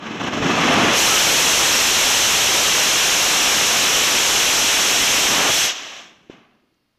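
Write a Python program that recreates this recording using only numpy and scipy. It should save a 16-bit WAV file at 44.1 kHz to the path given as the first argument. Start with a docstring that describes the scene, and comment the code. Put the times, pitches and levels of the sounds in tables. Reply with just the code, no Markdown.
"""A solid rocket motor burns on a test stand in open desert, nozzle up, close to a small camera.
First, over the camera's faint hiss and whine, an unsteady flame puffs and grows. After about a second
the gas goes faster than sound: a brief whistle, and a roaring, hissing jet that overloads the microphone.
Near 5.5 s the fuel runs out, the jet collapses and the motor's case vents smoke.
Then the last gas relights with a soft pop, and the flame dies down with one faint tick."""
import sys
import numpy as np
from scipy.fft import rfft, irfft, next_fast_len
from scipy.io import wavfile
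from scipy.ndimage import map_coordinates

SR = 44100
rng = np.random.default_rng(int(sys.argv[2]) if len(sys.argv) > 2 else 0)


def to_wav(sig):
    """Store sig (one row per channel, or 1-D mono) as 16-bit WAV at the path in sys.argv[1].

    Samples outside -1..1 are clipped; the rate is SR.
    """
    pcm = np.clip(np.atleast_2d(sig), -1, 1) * 32767
    pcm = np.round(pcm).astype(np.int16)
    wavfile.write(sys.argv[1], SR, pcm.T)  # frames by channels


N = 308023
T = np.arange(N) / SR

# tone colour (how strong each frequency is) of the camera's own hiss: f/Hz, level/dB
CAMERA_HISS = [(20, 10), (150, 6.5), (400, -2), (1200, -2), (3200, -7), (4700, -4.5), (5800, -10.5),
               (8000, -20.5), (16000, -18.5)]
# faint tones from the camera's tape drive: f/Hz, level/dB
DRIVE_TONES = [(1080, -93), (2170, -87.5), (2815, -86), (3165, -88), (4296, -89.5), (4630, -90.5)]
# how the microphone housing rings, lifting some frequencies and weakening others: f/Hz, level/dB
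MIC_HOUSING = [(2000, -2), (2700, 3), (3350, 2), (3650, -1.5), (3900, -1.5), (4350, -6.5), (4550, -10.5),
               (5000, -6.5), (5450, 0.5), (6400, 2.5), (8200, -4.5), (9600, -15), (11500, -5), (14000, -8)]
# low rumble of the flame: f/Hz, level/dB
FLAME_RUMBLE = [(20, -35.5), (50, -18.5), (90, -11), (150, -5.5), (255, -1.5), (320, -2.5), (430, -6),
                (800, -24.5), (2000, -57)]
# roar of the plume, the column of gas above the nozzle: f/Hz, level/dB
PLUME_ROAR = [(100, -41), (280, -4.5), (450, 1), (1200, 1.5), (2000, -3), (3200, -9), (5000, -16),
              (9000, -42), (16000, -46.5)]
# dull hiss of slowly venting gas: f/Hz, level/dB
DULL_HISS = [(25, -14), (45, -18.5), (100, -30.5), (500, -26.5), (1300, -7.5), (1650, -2), (2600, -1.8),
             (3400, -1.1), (5000, -10.5), (8000, -25.5), (16000, -49.5)]
# bright hiss of fast gas: f/Hz, level/dB
BRIGHT_HISS = [(1500, -28), (3000, -8.5), (4500, 4.5), (6200, -0.5), (7800, -8.5), (9000, -21),
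               (12000, -18.5), (16000, -31.5)]
# sizzle of the shock waves standing in the jet: f/Hz, level/dB
SHOCK_SIZZLE = [(2500, -38), (5000, -8.5), (7500, 1.5), (10000, -2), (13000, -6.5), (16000, -8)]
# gas flow through the nozzle builds, holds, gives a last surge and vents away: t/s, level/dB
NOZZLE_FLOW = [(0, -53.5), (0.4, -36), (0.57, -29), (0.92, -24), (0.99, -14.5), (3, -16.5), (5.2, -16.5),
               (5.48, -19.5), (5.54, -15.8), (5.655, -17.5), (5.71, -25), (5.735, -34.5), (6.0, -45),
               (6.18, -68.5), (6.3, -76), (6.6, -115)]
# the flame flaps most in a lazy stream, little once the jet tears it up: flow level/dB, flap level/dB
FLAP_BY_FLOW = [(-56, 1.5), (-41.5, 0), (-33.5, 3.5), (-28.5, -1), (-21, -9), (-15, -8.5)]
# the young burn surges and falters: t/s, half length/s, level change/dB
BURN_SURGES = [(0.005, 0.017, -3.5), (0.26, 0.03, 1.5), (0.313, 0.016, -6), (0.404, 0.028, -4.5),
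               (0.554, 0.014, -2.5)]
# pockets of gas that catch fire all at once: t/s, level/dB, f/Hz, time to fade by 60 dB/s
GAS_POCKETS = [(0.281, -15, 290, .018), (0.403, -6.5, 230, .02), (0.4266, -4.5, 230, .022),
               (0.696, -3, 260, 0.055), (.834, -4, 250, .025), (0.844, 0.5, 330, 0.017),
               (5.502, -3, 290, 0.013), (6.298, -13, 350, .013)]

RELIGHT_S, RELIGHT_RISE_S = 6.296, 0.0068  # the last gas catches fire again


def amp(db):
    """Turn decibels into a gain, the number a signal is multiplied by."""
    return 10 ** (np.asarray(db) / 20)


def since(s):
    """Seconds since a moment, 0 before it."""
    return np.maximum(T - s, 0)


def burst(s, rise_s, t60, hold_s=0):
    """Gain of something that starts at s, rises, holds, then fades by 60 dB every t60 seconds."""
    return (1 - np.exp(-since(s) / rise_s)) * amp(-60 * since(s + hold_s) / t60)


def colour(points):
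    """Join (f/Hz, level/dB) points into a curve that gives the gain at any frequency."""
    f, db = np.transpose(points)
    return lambda hz: amp(np.interp(np.log(hz + 1), np.log(f + 1), db))


def filtered(x, response):
    """Multiply each frequency in x by response(hz)."""
    size = next_fast_len(N + SR // 2)
    hz = np.fft.rfftfreq(size, 1 / SR)
    return irfft(rfft(x, size) * response(hz), size)[:N]


def wobble(rate):
    """A smooth curve through `rate` random values a second."""
    return map_coordinates(rng.standard_normal(int(N * rate / SR) + 4), [T * rate])


def noise(points):
    """Noise with the given tone colour and an average strength (rms) of 1."""
    x = filtered(rng.standard_normal(N), colour(points))
    return x / x.std()


def turbulence(points, swirl_rate, swirl_db):
    """Noise of strength 1 that swells with every passing swirl of gas."""
    x = noise(points) * amp(swirl_db * wobble(swirl_rate))
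    return x / x.std()


def camera():
    """The background: steady hiss and the slightly wavering whine of the tape drive."""
    whine = sum(amp(db) * np.sqrt(2) * np.sin(2 * np.pi * hz * T + .8 * wobble(25))
                for hz, db in DRIVE_TONES)
    return amp(-71.5) * noise(CAMERA_HISS) + whine


def tick():
    """A tiny, bright spit of gas as the flame dies down."""
    return amp(-68) * burst(6.742, rise_s=0.0005, t60=0.03) * noise(BRIGHT_HISS)


def whistle(start_s=1.1, hold_s=0.069, start_hz=1324, sag_hz_per_s=690):
    """As pressure peaks, gas whistles over the nozzle's edge; the note wavers and sags."""
    hz = start_hz - sag_hz_per_s * np.minimum(since(start_s), hold_s)
    phase = 2 * np.pi * np.cumsum(hz * (1 + 0.004 * wobble(90))) / SR
    strength = amp(-18) * burst(start_s, rise_s=0.012, t60=0.09, hold_s=hold_s)
    return strength * np.sqrt(2) * np.sin(phase)


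def puffs():
    """Each gas pocket gives the air one soft push that swings back and quickly dies."""
    return sum(amp(db) * burst(s, rise_s=0.0011, t60=t60) * np.sin(2 * np.pi * hz * since(s))
               for s, db, hz, t60 in GAS_POCKETS)


def flow():
    """Level of the gas flow through the nozzle in dB, with a short spurt at the relight."""
    main_db = np.interp(T, *np.transpose(NOZZLE_FLOW))
    spurt = amp(-58) * burst(RELIGHT_S, RELIGHT_RISE_S, t60=0.28)
    return 20 * np.log10(amp(main_db) + spurt)


def supersonic(halfway_db=-22):
    """Near 0 while the gas leaves the nozzle slower than sound, near 1 once it is faster."""
    return 1 - 1 / (1 + amp(flow() - halfway_db) ** 4)


def fire(full_s=0.7, lift_s=0.87, settle_s=0.84, flare_s=0.33, out_s=5.495):
    """Gain of the fire outside the nozzle, from its first growth to the small relight."""
    growing_db = -31 * np.maximum(full_s - T, 0)
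    # the jet lifts the fire off the nozzle, where it settles to a quieter burn
    lifted_db = -3 * supersonic() - 6.5 * (1 - np.exp(-since(lift_s) / settle_s))
    # as the fuel runs out the fire flares, then goes out
    ending_db = 7 * np.minimum(since(out_s - flare_s) / flare_s, 1) - 604 * since(out_s)
    relit = amp(-48.5) * burst(RELIGHT_S, RELIGHT_RISE_S, t60=0.89)
    return amp(-15 + growing_db + lifted_db + ending_db) + relit


def sputter(flutter_db, rate, steady_s):
    """Gain of the uneven young burn: it surges and flutters, then steadies as pressure builds."""
    unsteady = np.clip(1 - (T / steady_s) ** 2, 0, 1)
    surges_db = sum(db * np.exp(-((T - s) / half_s) ** 2) for s, half_s, db in BURN_SURGES)
    return amp(surges_db + flutter_db * unsteady * np.tanh(wobble(rate)))


def flame(spent_s=6.01):
    """The flame flaps in big, slow swirls; fuel smoulders inside the case until it is spent."""
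    flapping = fire() * amp(np.interp(flow(), *np.transpose(FLAP_BY_FLOW)))
    smoulder = amp(-54.5 - 21 * since(spent_s))
    return np.hypot(flapping, smoulder) * turbulence(FLAME_RUMBLE, swirl_rate=80, swirl_db=1.6)


def plume():
    """The plume mixes with the air in smaller, faster swirls: loud while it burns, softer unlit."""
    burning = amp(2.32) * fire()
    unlit = amp(-13 + 0.64 * flow())
    return np.hypot(burning, unlit) * turbulence(PLUME_ROAR, swirl_rate=170, swirl_db=0.87)


def case(x, pipe_hz, echo):
    """The case rings like a pipe at 1, 3, 5... times pipe_hz, until supersonic flow seals it off."""
    round_trip = lambda hz: echo * np.exp(-hz / 6000 - 1j * np.pi * hz / pipe_hz)  # duller and later
    ringing = filtered(x, lambda hz: 1 / (1 + round_trip(hz)))
    return ringing + supersonic() * (x - ringing)


def jet():
    """The nozzle's hiss brightens as the flow grows; faster than sound, shock waves add a sizzle."""
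    flow_db = flow()
    dull = amp(0.8 * flow_db - 4.5) * turbulence(DULL_HISS, swirl_rate=200, swirl_db=1.2)
    bright = amp(flow_db + 2) * turbulence(BRIGHT_HISS, swirl_rate=620, swirl_db=1.55)
    sizzle = supersonic() * amp(flow_db - 1.5) * turbulence(SHOCK_SIZZLE, swirl_rate=550, swirl_db=1.0)
    return dull + bright + sizzle


def scene():
    """All the motor's sounds, heard through the microphone housing, over the camera's own noise."""
    roar = case(flame() + plume(), pipe_hz=233.6, echo=0.26)
    burn = (roar + jet()) * sputter(flutter_db=2.5, rate=71, steady_s=0.8)
    motor = burn + puffs() + whistle() + tick()
    return (filtered(motor, colour(MIC_HOUSING)) + camera())[None]


def overload(x, limit_db, hardness, lopsided):
    """The camera's input flattens loud peaks, one side a little sooner, adding fizz and rumble."""
    limit = amp(limit_db) * (1 + lopsided * np.sign(x))
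    return x / (1 + np.abs(x / limit) ** hardness) ** (1 / hardness)


def record(dry):
    """The camera lifts the treble, overloads and lowers it again, so hiss distorts before rumble does."""
    lift = lambda hz: (1 + 1j * hz / 2500) / (1 + 1j * hz / 9000)
    clipped = overload(filtered(dry[0], lift), limit_db=-7.0, hardness=2.84, lopsided=0.028)
    low_cut = lambda hz: 1j * hz / (1j * hz + 18)  # removes drift too slow to hear
    treble = colour([(7000, 0), (9700, 3.0), (11500, 3.5), (13500, 0.0), (15500, -5.5)])
    top_hz = 15500
    return filtered(clipped, lambda hz: low_cut(hz) / lift(hz) * treble(hz) * (hz < top_hz))[None]


dry = scene()
out = record(dry)
to_wav(out)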